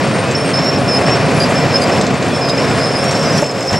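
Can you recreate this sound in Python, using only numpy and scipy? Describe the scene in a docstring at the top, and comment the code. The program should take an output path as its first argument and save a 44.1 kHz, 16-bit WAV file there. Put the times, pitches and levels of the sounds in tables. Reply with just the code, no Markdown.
"""Work site, a stereo microphone close to a large road milling machine crawling on its tracks.
From the start: a roar of shaped noise, wavering sines for engine orders and pump whines, and fine grit.
Track pins squeal, pieced together from gliding sines, and track pads crunch in bursts of grains, to the end.
From 1.4 s four scrapes ring a link; at 2.5 s a loose part chinks twice. Near 3.4 s the roar drops and
a heavy knock rings low modes; at 3.7 s a heavy part settles with two thuds."""
import sys
import numpy as np
from scipy import signal
from scipy.fft import rfft, irfft
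from scipy.io import wavfile

SR = 44100
rng = np.random.default_rng(int(sys.argv[2]) if len(sys.argv) > 2 else 0)


def waveform_to_disk(signal):
    """Save audio, clipped to [-1, 1], as 16-bit WAV at the path in sys.argv[1]."""
    frames = np.transpose(np.atleast_2d(signal))
    scaled = np.clip(frames, -1, 1) * 32767
    samples = np.round(scaled).astype(np.int16)
    wavfile.write(sys.argv[1], SR, samples)


N = 167139

# All levels are those ahead of record(), which lifts quiet sound by 0.9 dB.
# Roar of diesel, fans and hydraulics over time; only the swing about each column's mean is used:
# [start_s, middle_db, bass_db, upper_db, treble_db]
ROAR_SWING = [(0, -19.5, -15, -19, -38), (.31, -18.5, -17.5, -20, -37), (.61, -18.5, -16.5, -19.5, -36.5),
              (.8, -18, -15.5, -20.5, -37.5), (1.0, -17, -16, -19, -36), (1.2, -17, -13.5, -17, -36),
              (1.37, -15.5, -12.5, -18, -34.5), (1.5, -18.5, -15.5, -18.5, -34.5),
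              (1.8, -17, -16, -18.5, -36), (1.95, -15.5, -15, -18.5, -33), (2.1, -18, -14.5, -20.5, -39),
              (2.3, -19, -18.5, -21, -36.5), (2.5, -19, -20.5, -21.5, -38.5),
              (2.72, -18.5, -14.5, -18, -34.5), (2.9, -18, -19, -20, -37.5), (3.15, -18, -15.5, -19, -34.5),
              (3.39, -18.5, -14, -19, -32.5), (3.415, -21, -19, -21.5, -32),
              (3.47, -21.5, -24, -25.5, -39.5), (3.68, -22, -25, -24.5, -37),
              (3.74, -20.5, -17, -18.5, -32.5), (3.79, -20.5, -19, -24, -39)]
# Spectrum of the roar, relative: [frequency_hz, density_db_per_hz]
ROAR_COLOUR = [(15, -59), (25, -38), (55, -21), (104, -2.5), (140, 2), (190, 0), (260, -2), (340, -5),
               (469, -2.5), (700, -4), (848, -10.5), (1080, -9.5), (1270, -12.5), (1850, -14.5),
               (2740, -19), (2980, -21.5), (3890, -24), (5240, -22.5), (6400, -31), (7500, -29.5),
               (8750, -36), (9730, -40.5), (13700, -52.5), (14600, -52.5), (15600, -65)]
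ROAR_DB = -14.5  # rms of the direct roar
BASS_TOP_HZ, MIDDLE_TOP_HZ, UPPER_TOP_HZ = 320, 950, 6000
SHARED_SWING_DB, PATCHY_SWING_DB = .7, .5  # chance swings of all bands together and of each alone
FIRING_HZ, CHUFF_DEPTH, CHUFF_FROM_HZ = 134.8, 0.053, 900

# Engine lines, before they follow the roar: [multiple_of_firing, level_db rms]
ENGINE_ORDERS = [(1.0, -32.5), (2.0, -31.5), (4.06, -31.5), (5.18, -34)]
ORDER_WAVER_DB = 3.5
# First pump whine over time: [start_s, pitch_hz, level_db rms]
PUMP_WHINE = [(0, 2410, -38), (.45, 2408, -37), (.68, 2400, -45), (.85, 2398, -36), (1.15, 2395, -33),
              (1.55, 2387, -34), (2.05, 2398, -45), (2.25, 2408, -38), (2.65, 2413, -37), (3.79, 2408, -52)]
SECOND_WHINE_HZ, SECOND_WHINE_DB, SECOND_WAVER_DB = 2546, -42.5, 3.5

# Fine crackle under the tracks, before it follows the roar's upper band: [low_hz, high_hz, level_db rms]
GRIT_BANDS = [(150, 800, -28), (885, 3220, -34), (6470, 8800, -46)]
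GRIT_PER_S, GRIT_FALL_S = 49, 0.0063

# Pieces of the track pins' squeals or of their octave partials, one a row;
# levels at a quarter and three quarters of the piece:
# [piece_start_s, piece_length_s, start_pitch_hz, end_pitch_hz, early_level_db rms, late_level_db rms]
SQUEAL_PIECES = [(0.031, 0.067, 9090.0, 8970.0, -40.0, -41.0), (0.097, 0.071, 8960.0, 8880.0, -41.0, -39.0),
                 (0.167, 0.071, 8910.0, 8950.0, -39.0, -39.0), (0.236, 0.081, 8930.0, 8930.0, -43.0, -47.0),
                 (0.352, 0.018, 5300, 5500, -19, -23), (0.37, 0.02, 5420, 5380, -29, -31),
                 (0.37, 0.067, 9130.0, 8910.0, -35.0, -39.0), (0.402, 0.06, 5350, 5380, -29, -33),
                 (0.436, 0.071, 8890.0, 8970.0, -37.0, -37.0), (0.452, 0.045, 8290.0, 8120.0, -37.0, -35.0),
                 (0.506, 0.071, 8950.0, 8910.0, -38.0, -43.0), (0.538, 0.054, 5220.0, 5270.0, -17.0, -22.0),
                 (0.58, 0.07, 5330, 5370, -25, -28), (0.576, 0.126, 10620.0, 10760.0, -55.0, -50.0),
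                 (0.626, 0.061, 10960.0, 11040.0, -52.0, -51.0), (0.636, 0.038, 5400, 5390, -26, -21),
                 (0.68, 0.022, 5390, 5390, -16, -19), (0.685, 0.061, 11040.0, 11040.0, -54.0, -52.0),
                 (0.703, 0.075, 5380, 5390, -29, -27), (0.76, 0.015, 5280, 5200, -29, -31),
                 (0.778, 0.113, 9190.0, 9150.0, -42.0, -44.0), (0.879, 0.056, 5330, 5240, -21, -23),
                 (0.88, 0.101, 8910.0, 8960.0, -45.0, -41.0), (0.9, 0.041, 10540.0, 10540.0, -54.0, -47.0),
                 (0.915, 0.047, 5150, 5140, -22, -18), (0.925, 0.066, 10270.0, 10350.0, -46.0, -48.0),
                 (0.935, 0.091, 10370.0, 10520.0, -49.0, -47.0), (0.964, 0.02, 5170, 5260, -22, -23),
                 (0.98, 0.096, 8990.0, 8900.0, -45.0, -42.0), (1.022, 0.042, 5230, 5300, -28, -27),
                 (1.025, 0.111, 10540.0, 10810.0, -53.0, -53.0), (1.064, 0.044, 5330, 5380, -24, -25),
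                 (1.077, 0.034, 8440.0, 8370.0, -39.0, -44.0), (1.112, 0.055, 5400, 5410, -25, -28),
                 (1.15, 0.03, 8000.0, 7980.0, -43.0, -43.0), (1.164, 0.091, 9220.0, 9170.0, -45.0, -47.0),
                 (1.185, 0.05, 5370, 5350, -32, -34), (1.254, 0.066, 8900.0, 8810.0, -41.0, -44.0),
                 (1.294, 0.036, 9130.0, 9130.0, -48.0, -46.0), (1.335, 0.06, 8810.0, 8810.0, -43.0, -46.0),
                 (1.344, 0.086, 10190.0, 10190.0, -41.0, -40.0),
                 (1.399, 0.046, 10090.0, 10110.0, -39.0, -43.0),
                 (1.404, 0.036, 9280.0, 9380.0, -43.0, -40.0), (1.405, 0.048, 4830, 4870, -18, -19),
                 (1.429, 0.091, 10200.0, 10230.0, -47.0, -50.0),
                 (1.491, 0.029, 8650.0, 8550.0, -39.0, -43.0),
                 (1.519, 0.091, 10260.0, 10420.0, -49.0, -49.0), (1.556, 0.04, 5260, 5250, -26, -24),
                 (1.598, 0.05, 5260, 5250, -29, -32), (1.575, 0.034, 7740.0, 7740.0, -39.0, -42.0),
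                 (1.706, 0.025, 5300, 5380, -31, -30), (1.728, 0.02, 5120, 5130, -28, -23),
                 (1.745, 0.026, 5130, 5190, -18, -14), (1.772, 0.02, 5230, 5260, -21, -24),
                 (1.728, 0.07, 10280, 10350, -54, -53), (1.74, 0.105, 8870, 8860, -45, -40),
                 (1.81, 0.039, 10060.0, 10030.0, -45.0, -43.0), (1.814, 0.016, 4950, 4800, -28, -26),
                 (1.828, 0.022, 4780, 4930, -22, -26), (1.919, 0.035, 5300.0, 5290.0, -26.0, -32.0),
                 (1.92, 0.07, 9150.0, 9150.0, -48.0, -49.0), (1.958, 0.041, 5290.0, 5270.0, -34.0, -33.0),
                 (2.013, 0.07, 5250.0, 5260.0, -30.0, -36.0), (2.171, 0.062, 8850.0, 8850.0, -44.0, -46.0),
                 (2.232, 0.061, 8870.0, 8860.0, -45.0, -44.0), (2.287, 0.036, 9120.0, 9130.0, -46.0, -46.0),
                 (2.298, 0.065, 3410.0, 3430.0, -36.0, -34.0), (2.312, 0.041, 8850.0, 8870.0, -44.0, -45.0),
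                 (2.332, 0.046, 10760, 10640, -53, -54), (2.45, 0.1, 10080, 10160, -54, -54),
                 (2.33, 0.05, 5350, 5320, -28, -27), (2.39, 0.045, 5350, 5300, -33, -31),
                 (2.347, 0.056, 8940.0, 8920.0, -44.0, -43.0), (2.362, 0.051, 9040.0, 9050.0, -43.0, -45.0),
                 (2.366, 0.069, 3430.0, 3470.0, -38.0, -37.0), (2.412, 0.02, 5180, 5100, -26, -24),
                 (2.43, 0.05, 5220, 5200, -30, -30), (2.44, 0.04, 5040, 5030, -30, -29),
                 (2.478, 0.042, 5030, 5070, -23, -23), (2.516, 0.041, 5020.0, 5120.0, -30.0, -29.0),
                 (2.55, 0.06, 9150.0, 9100.0, -48.0, -50.0), (2.578, 0.029, 5250, 5240, -23, -24),
                 (2.6, 0.03, 5480, 5620, -31, -31), (2.61, 0.087, 8850.0, 8940.0, -45.0, -46.0),
                 (2.616, 0.041, 10490.0, 10460.0, -54.0, -54.0), (2.619, 0.045, 5200, 5250, -32, -34),
                 (2.632, 0.022, 5350, 5600, -32, -30), (2.675, 0.06, 5170, 5140, -32, -30),
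                 (2.69, 0.037, 7800.0, 7710.0, -42.0, -40.0),
                 (2.703, 0.044, 10220.0, 10310.0, -52.0, -54.0),
                 (2.711, 0.071, 8940.0, 8890.0, -44.0, -43.0),
                 (2.754, 0.093, 10220.0, 10190.0, -52.0, -49.0),
                 (2.781, 0.071, 8910.0, 8890.0, -44.0, -45.0), (2.765, 0.025, 5200, 5350, -34, -31),
                 (2.801, 0.06, 5050, 5100, -26, -28), (2.82, 0.03, 5330, 5350, -31, -32),
                 (2.837, 0.04, 5210.0, 5170.0, -27.0, -31.0), (2.855, 0.067, 8870.0, 8970.0, -40.0, -45.0),
                 (2.865, 0.04, 5230, 5180, -30, -30), (2.895, 0.04, 5280, 5330, -29, -28),
                 (2.913, 0.078, 10240.0, 10230.0, -53.0, -47.0),
                 (2.92, 0.086, 8970.0, 8930.0, -43.0, -42.0), (2.935, 0.035, 5200, 5200, -31, -25),
                 (2.957, 0.054, 5040.0, 5030.0, -26.0, -31.0), (2.966, 0.055, 8870.0, 8910.0, -41.0, -43.0),
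                 (2.99, 0.045, 5220, 5270, -29, -27), (3.005, 0.02, 5420, 5480, -32, -31),
                 (2.99, 0.076, 10200.0, 10260.0, -53.0, -52.0),
                 (3.023, 0.078, 8880.0, 8940.0, -39.0, -41.0), (3.04, 0.035, 5450, 5550, -32, -30),
                 (3.08, 0.022, 5500, 5490, -26, -28), (3.108, 0.035, 5490, 5480, -28, -33),
                 (3.045, 0.091, 11050.0, 10930.0, -56.0, -47.0),
                 (3.115, 0.071, 8570.0, 8400.0, -40.0, -42.0),
                 (3.135, 0.091, 10940.0, 10860.0, -48.0, -51.0), (3.143, 0.098, 5490.0, 5450.0, -31, -30),
                 (3.143, 0.03, 5320, 5250, -26, -29), (3.195, 0.022, 5230, 5280, -30, -29),
                 (3.226, 0.035, 5320, 5270, -27, -27), (3.185, 0.076, 8390.0, 8400.0, -43.0, -45.0),
                 (3.2, 0.07, 5050.0, 5050.0, -35.0, -32.0), (3.234, 0.032, 10340.0, 10340.0, -49.0, -52.0),
                 (3.249, 0.045, 5870, 5820, -35, -35), (3.262, 0.03, 5050, 5020, -30, -27),
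                 (3.292, 0.03, 5110, 5130, -27, -28), (3.325, 0.078, 5840, 5790, -31, -30.0),
                 (3.33, 0.06, 5050.0, 4950.0, -32.0, -33.0), (3.334, 0.04, 5380, 5350, -33, -31),
                 (3.378, 0.055, 5400, 5330, -23, -28), (3.355, 0.04, 10700.0, 10740.0, -51.0, -48.0),
                 (3.369, 0.041, 10240.0, 10160.0, -47.0, -46.0),
                 (3.394, 0.046, 10640.0, 10480.0, -49.0, -47.0), (3.43, 0.075, 5310, 5230, -28, -29),
                 (3.484, 0.041, 5090.0, 5160.0, -32.0, -34.0), (3.533, 0.042, 5250.0, 5160.0, -36.0, -37.0),
                 (3.58, 0.025, 5400, 5420, -34, -36), (3.592, 0.045, 5100, 5130, -31, -29),
                 (3.62, 0.07, 5400, 5400, -36, -36), (3.64, 0.035, 5130, 5170, -35, -34),
                 (3.64, 0.06, 5880.0, 5830.0, -41.0, -39.0), (3.65, 0.05, 9000.0, 9000.0, -48.0, -49.0),
                 (3.679, 0.045, 5230, 5270, -22, -25), (3.689, 0.096, 5450, 5530, -32, -34),
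                 (3.73, 0.02, 5280, 5300, -28, -28), (3.73, 0.055, 5820.0, 5850.0, -41.0, -41.0),
                 (3.743, 0.051, 10740.0, 10800.0, -53.0, -50.0),
                 (3.754, 0.04, 5300.0, 5290.0, -29.0, -28.0), (3.754, 0.04, 5370.0, 5410.0, -28.0, -27.0)]
SQUEAL_EDGE_S, SQUEAL_FLUTTER_DB, SQUEAL_JITTER_HZ, SQUEAL_SKIRT_DB = .011, 2.0, 13, -9.5
# Where squeal pieces sit in the stereo image: [pitch_hz, left_over_right_db]
SQUEAL_PAN = [(3400, 3), (5300, -1.5), (8800, 3), (10500, 5.5)]

# Crunches under the track pads, levels before CRUNCH_DB is added:
# [start_s, middle_level_db, top_re_middle_db, bottom_re_middle_db]
CRUNCHES = [(0.0697, -21, -27.5, -10), (0.3097, -14, -32, -3.5), (0.6454, -24, -14, -11.5),
            (1.3079, -24.5, -15, -21.5), (1.4935, -19, -22, -14), (1.5894, -29.5, -20, -10),
            (2.0108, -12.5, -31, -2), (2.0642, -14.5, -32, -2), (2.1385, -20, -24, -9),
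            (2.2244, -17.5, -27, 1), (2.2787, -24.5, -20, -10), (2.4922, -20, -20, -4.5),
            (2.7152, -33, -22, -16), (2.7844, -28, -20, -15), (3.0395, -17, -16.5, -13),
            (3.1078, -9.5, -25, -2.5), (3.1507, -20, -21, -8.5), (3.1921, -19, -26.5, -9),
            (3.2276, -20, -21, -8.5), (3.3744, -20, -14, -7), (3.4181, -19, -17, -12),
            (3.4396, -22, -28, -11), (3.4615, -20.5, -23.5, -3), (3.5094, -23, -22, -10),
            (3.6042, -20, -21.5, -11.5), (3.6227, -20.5, -20, -2), (3.6694, -24, -15.5, -12),
            (3.709, -22.5, -17, -10), (3.7269, -19, -24, -10)]
# Resonances of the crunch's middle band, relative: [pitch_hz, level_db, t60_s]
CRUNCH_MODES = [(6150, 7, 0.0041), (7300, 1.5, 0.013), (7565, 0, 0.011), (8380, 2.5, 0.0049)]
CRUNCH_RISE_S, CRUNCH_FALL_S, CRUNCH_DB, CRUNCH_GRAINS_PER_S = 0.0013, 0.0088, -7, 3500

# Scrapes of the track links: [start_s, length_s, level_db of the ring]
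SCRAPES = [(1.396, 0.047, -32), (1.811, 0.033, -27.5), (2.484, 0.02, -31), (3.363, 0.023, -27)]
# Modes of a scraped link, relative: [pitch_hz, level_db, t60_s]
LINK_MODES = [(4400, -4.5, 0.033), (4920, -11, 0.066), (6340, 1, 0.028), (6820, -8.5, 0.0196),
              (7340, 2.5, 0.028), (7700, -1, 0.0254), (8750, -5.5, 0.0206), (9300, -9, 0.0312),
              (10205, -3, 0.0305), (11570, -19, .02)]
SLIPS_PER_S, SCRAPE_LOW_DB = 470, 7  # the second is extra weight on modes between 4 and 5 kHz
SCRAPE_HISS_DB, SCRAPE_TOP_HZ = -14, 10500  # hiss relative to the ring

# A loose part chinks twice: [start_s, blow_db]
CHINKS = [(2.489, -23.5), (2.496, -19.5)]
# Its modes, relative to the blow: [pitch_hz, level_db, t60_s]
CHINK_MODES = [(3800, 3, .03), (3960, -5, .025), (4400, -5, .02)]
# Blows of the heavy knock, a few ms apart: [start_s, blow_db]
KNOCKS = [(3.4250, -3), (3.4284, -5), (3.4318, -4)]
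# Its modes, relative to the blow: [pitch_hz, level_db, t60_s]
KNOCK_MODES = [(165, -11, .06), (470, -9, .02), (590, -3, .026), (830, -8, .012)]
# A heavy part settles: [start_s, blow_db]
THUDS = [(3.721, -8), (3.742, -9)]
# Its modes, relative to the blow: [pitch_hz, level_db, t60_s]
THUD_MODES = [(105, -2, .1), (165, -5, .07)]

# Width of the roar, before DIFFUSE_DB is added: [frequency_hz, side_re_mid_db]
SIDE_LEVEL = [(60, -12.5), (110, -11), (200, -24), (380, -20), (700, -10), (1290, -9), (2380, -10),
              (4400, -35.5), (8120, -3), (15000, -24)]
DIFFUSE_DB = -4.5  # share of the side that is diffuse
# Stereo balance at the microphone: [frequency_hz, left_over_right_db]
STEREO_LEAN = [(60, -1), (110, 1), (200, 0), (380, -1.5), (700, -1.0), (1290, 1.0), (2380, 2.0),
               (4400, -0.5), (8120, 1.5), (15000, -1)]
# Phase between the microphone ports: [frequency_hz, left_lead_rad]
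STEREO_LEAD = [(0, 0), (260, -0.38), (780, 0.274), (3190, -0.41), (6370, 0.41), (8870, -0.1), (15200, 0.0)]
# Echoes of the metal off ground and bodywork: [delay_s, level_db re direct]
ECHOES = [(0.01, -15.5), (.023, -25), (.041, -40)]
CUTOFF_HZ = 15650  # top of the recorder


def from_db(db):
    """Decibels to gain."""
    return 10 ** (np.asarray(db) / 20)


def rms_one(x):
    """Scale to rms 1."""
    return x / np.sqrt(np.mean(x ** 2) + 1e-20)


def in_time(rows):
    """Columns of a curve, interpolated at every sample."""
    s, *columns = np.transpose(rows)
    return [np.interp(np.arange(N) / SR, s, column) for column in columns]


def at_hz(points, hz):
    """Table value on a log-frequency axis."""
    f, value = np.transpose(points)
    return np.interp(np.log(np.maximum(hz, 1)), np.log(np.maximum(f, 1)), value)


def drift(rate_hz):
    """Slow chance of spread 1: low-passed noise made at a twentieth of the sample rate."""
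    r = np.exp(-40 * np.pi * rate_hz / SR)
    noise = rng.standard_normal(N // 20 + 4002)
    slow = signal.lfilter([1], [1, -2 * r, r * r], noise)[4000:]  # drop the filter's settling
    return np.interp(np.arange(N) / 20, np.arange(len(slow)), rms_one(slow))


def ring(clicks, hz, t60):
    """A unit click sets a decaying sine of height 1 ringing."""
    r = from_db(-60 / (max(t60, .002) * SR))
    w = 2 * np.pi * hz / SR
    return signal.lfilter([0, np.sin(w)], [1, -2 * r * np.cos(w), r * r], clicks + 1e-18)


def tone(hz):
    """Sine of rms 1 on a moving pitch."""
    phase = 2 * np.pi * np.cumsum(hz * np.ones(N)) / SR
    return np.sqrt(2) * np.sin(phase + rng.uniform(0, 2 * np.pi))


def band(x, low_hz, high_hz, order):
    """Keep one frequency band."""
    return signal.sosfilt(signal.butter(order, [low_hz, high_hz], "band", fs=SR, output="sos"), x)


def strike(blows, modes, low_hz):
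    """Every blow rings all modes of a body, each 1 dB or so off its level; rumble under low_hz is cut."""
    s, blow_db = np.transpose(blows)
    spread_db = rng.normal(0, 1.0, (len(s), len(modes)))
    out = 0
    for k, (hz, mode_db, t60) in enumerate(modes):
        clicks = np.zeros(N)
        at = np.minimum(s * SR, N - 1).astype(int)
        np.add.at(clicks, at, from_db(blow_db + mode_db + spread_db[:, k]))
        out = out + ring(clicks, hz, t60)
    return signal.sosfilt(signal.butter(2, low_hz, "high", fs=SR, output="sos"), out)


def roar():
    """Patchy coloured noise whose upper bands chuff at the firing rate; returns direct and diffuse parts."""
    middle_db, bass_db, upper_db, treble_db = [db - db.mean() for db in in_time(ROAR_SWING)]
    swings_db = [bass_db, middle_db, upper_db, treble_db]
    hz = np.fft.rfftfreq(N, 1 / SR)
    side_db = at_hz(SIDE_LEVEL, hz) + DIFFUSE_DB
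    colour = from_db(at_hz(ROAR_COLOUR, hz)) * from_db([np.zeros_like(hz), side_db])
    spectrum = rfft(rng.standard_normal((2, N))) * colour
    firing_hz = FIRING_HZ * (1 + 0.0055 * drift(1.8))
    chuff = 1 + CHUFF_DEPTH * np.cos(np.pi * np.cumsum(firing_hz) / SR) ** 2
    shared_db = SHARED_SWING_DB * drift(14)
    out = 0
    for centre in 30 * 2 ** np.arange(0, 9.6, .5):  # overlapping bands half an octave apart
        octaves_off = np.log2(np.maximum(hz, 1) / centre)
        window = np.cos(np.pi * np.clip(octaves_off, -.5, .5)) ** 2
        swing_db = swings_db[np.searchsorted([BASS_TOP_HZ, MIDDLE_TOP_HZ, UPPER_TOP_HZ], centre)]
        gain = from_db(swing_db + shared_db + PATCHY_SWING_DB * drift(21.6))
        if centre > CHUFF_FROM_HZ:
            gain = gain * chuff
        out = out + irfft(spectrum * window, N) * gain
    return out / np.std(out[0]) * from_db(ROAR_DB)


def engine_orders():
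    """Sines at multiples of one wandering firing rate, each wavering in level."""
    firing_hz = FIRING_HZ * (1 + 0.01067 * drift(2.017))
    return sum(from_db(db + ORDER_WAVER_DB * drift(4.6)) * tone(multiple * firing_hz)
               for multiple, db in ENGINE_ORDERS)


def first_whine():
    """The pump's faint whine: a sine along a pitch curve, unsteady in pitch and level."""
    hz, db = in_time(PUMP_WHINE)
    return from_db(db + 2.0 * drift(12)) * tone(hz + 5 * drift(10))


def second_whine():
    """A higher pump whine: a sine wandering about one pitch and level."""
    gain = from_db(SECOND_WHINE_DB + SECOND_WAVER_DB * drift(3.5))
    return gain * tone(SECOND_WHINE_HZ + 12 * drift(14.3))


def engine_lines():
    """Orders and second whine swell with the middle of the roar; the first whine keeps its own curve."""
    middle_db = in_time(ROAR_SWING)[0]
    swell = from_db(middle_db - middle_db.mean())
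    return (engine_orders() + second_whine()) * swell + first_whine()


def grit():
    """Small crackles at random moments, each a decaying puff of noise, following the roar's upper band."""
    size_db = 3.0 * np.minimum(rng.exponential(1, N), 2)
    born = (rng.random(N) < GRIT_PER_S / SR) * from_db(size_db)
    decay = np.exp(-1 / (GRIT_FALL_S * SR))
    puffs = signal.lfilter([1], [1, -decay], born) * rng.standard_normal(N)
    upper_db = in_time(ROAR_SWING)[2]
    crackle = sum(from_db(db) * rms_one(band(puffs, low, high, 5)) for low, high, db in GRIT_BANDS)
    return from_db(upper_db - upper_db.mean()) * crackle


def squeals():
    """Each row is a piece of a pin squeal or its octave partial: a gliding sine that flutters, with a skirt."""
    out = np.zeros((2, N + SR))
    flutter, jitter, skirt = drift(52), drift(40), drift(170)
    for k, (s, length, start_hz, end_hz, early_db, late_db) in enumerate(SQUEAL_PIECES):
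        t = np.arange(int((length + SQUEAL_EDGE_S) * SR)) / SR
        progress = t / t[-1]
        at = (np.arange(len(t)) + k * 7919) % N  # another stretch of chance for each piece
        edge = np.sin(np.pi / 2 * np.clip(np.minimum(t, t[-1] - t) / SQUEAL_EDGE_S, 0, 1))
        hz = start_hz + (end_hz - start_hz) * progress + SQUEAL_JITTER_HZ * jitter[at]
        db = np.interp(progress, [.25, .75], [early_db, late_db]) + SQUEAL_FLUTTER_DB * flutter[at]
        sine = np.sqrt(2) * np.sin(2 * np.pi * np.cumsum(hz) / SR)
        wave = sine * (1 + from_db(SQUEAL_SKIRT_DB) * skirt[at])  # fast chance makes a noisy skirt
        pan = from_db(at_hz(SQUEAL_PAN, start_hz) * np.array([[.5], [-.5]]))
        i = max(int((s - SQUEAL_EDGE_S / 2) * SR), 0)
        out[:, i:i + len(t)] += wave * edge * from_db(db) * pan
    return out[:, :N]


def crunch_middle(x):
    """Grains ring the crunch modes, with alternating sign, inside the middle band."""
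    modes = sum(from_db(db) * ring(x, hz, t60) * (-1) ** k
                for k, (hz, db, t60) in enumerate(CRUNCH_MODES))
    return band(modes, 5500, 9200, 3)


def crunch_top(x):
    """The bright part of the grains."""
    return band(x, 9200, 13500, 3)


def crunch_bottom(x):
    """The low part of the grains."""
    return band(x, 3370, 5000, 3)


def crunches():
    """Short bursts of random grains under the pads: ringing middle, top and bottom weighted per burst."""
    t = np.arange(N) / SR
    grains = rms_one((rng.random(N) < CRUNCH_GRAINS_PER_S / SR) * rng.standard_normal(N))
    bursts = np.zeros((3, N))
    for s, db, top_db, bottom_db in CRUNCHES:
        i = int(s * SR)
        age = t[i:i + SR // 10] - s
        shape = np.clip(age / CRUNCH_RISE_S, 0, 1) * np.exp(-age / CRUNCH_FALL_S)
        part_db = np.array([[0], [top_db], [bottom_db]])
        bursts[:, i:i + len(age)] += shape * from_db(db + CRUNCH_DB + part_db)
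    out = 0
    for part, burst in zip([crunch_middle, crunch_top, crunch_bottom], bursts):
        out = out + part(grains * burst + 1e-18) / np.std(part(grains))
    return out


def scrapes():
    """Short runs of uneven slips ring the link, with extra weight on low modes and a grinding hiss."""
    t = np.arange(N) / SR
    stroke = sum(from_db(db) * (t > s) * (t < s + length) for s, length, db in SCRAPES)
    slips = rms_one((rng.random(N) < SLIPS_PER_S / SR) * rng.standard_normal(N))
    body = rms_one(sum(from_db(db + SCRAPE_LOW_DB * (4000 < hz < 5000)) * ring(slips, hz, t60)
                       for hz, db, t60 in LINK_MODES))
    hiss = rms_one(band(rng.standard_normal(N) + slips, 6500, 12000, 2))
    fade = np.exp(-1 / (0.00285 * SR))  # softens both ends of a stroke
    pressure = signal.lfilter([1 - fade], [1, -fade], stroke)
    rub = pressure * (body + from_db(SCRAPE_HISS_DB) * hiss)
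    return signal.sosfilt(signal.butter(3, SCRAPE_TOP_HZ, fs=SR, output="sos"), rub)


def chinks():
    """Two blows ring the short high modes of a loose part."""
    return strike(CHINKS, CHINK_MODES, 100)


def knocks():
    """Closely spaced blows ring the low, quickly damped modes of something heavy."""
    return strike(KNOCKS, KNOCK_MODES, 100)


def thuds():
    """Two blows ring the deep modes of a heavy part as it settles."""
    return strike(THUDS, THUD_MODES, 75)


def scene():
    """All sources at the two microphone ports; the metal sounds echo with left and right swapped."""
    direct, diffuse = roar()
    centre = direct + engine_lines() + grit() + knocks() + thuds()
    hz = np.fft.rfftfreq(N, 1 / SR)
    tilt = from_db(at_hz(STEREO_LEAN, hz) / 2) * np.exp(.5j * at_hz(STEREO_LEAD, hz))
    placed = irfft(rfft(centre) * np.array([tilt, 1 / tilt]), N)
    wide = placed + diffuse * [[1], [-1]]  # opposite sign in left and right
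    metal = squeals() + crunches() + scrapes() + chinks()
    echo = 0
    for delay_s, db in ECHOES:
        late = np.pad(metal, ((0, 0), (int(delay_s * SR), 0)))
        echo = echo + from_db(db) * late[::-1, :N]
    return wide + metal + echo


def record(dry):
    """The recorder rounds the peaks and cuts the top steeply."""
    rounded = 1.678 * np.tanh(dry / 1.517)
    return signal.sosfilt(signal.ellip(12, .5, 80, CUTOFF_HZ, fs=SR, output="sos"), rounded)


dry = scene()
out = record(dry)
waveform_to_disk(out)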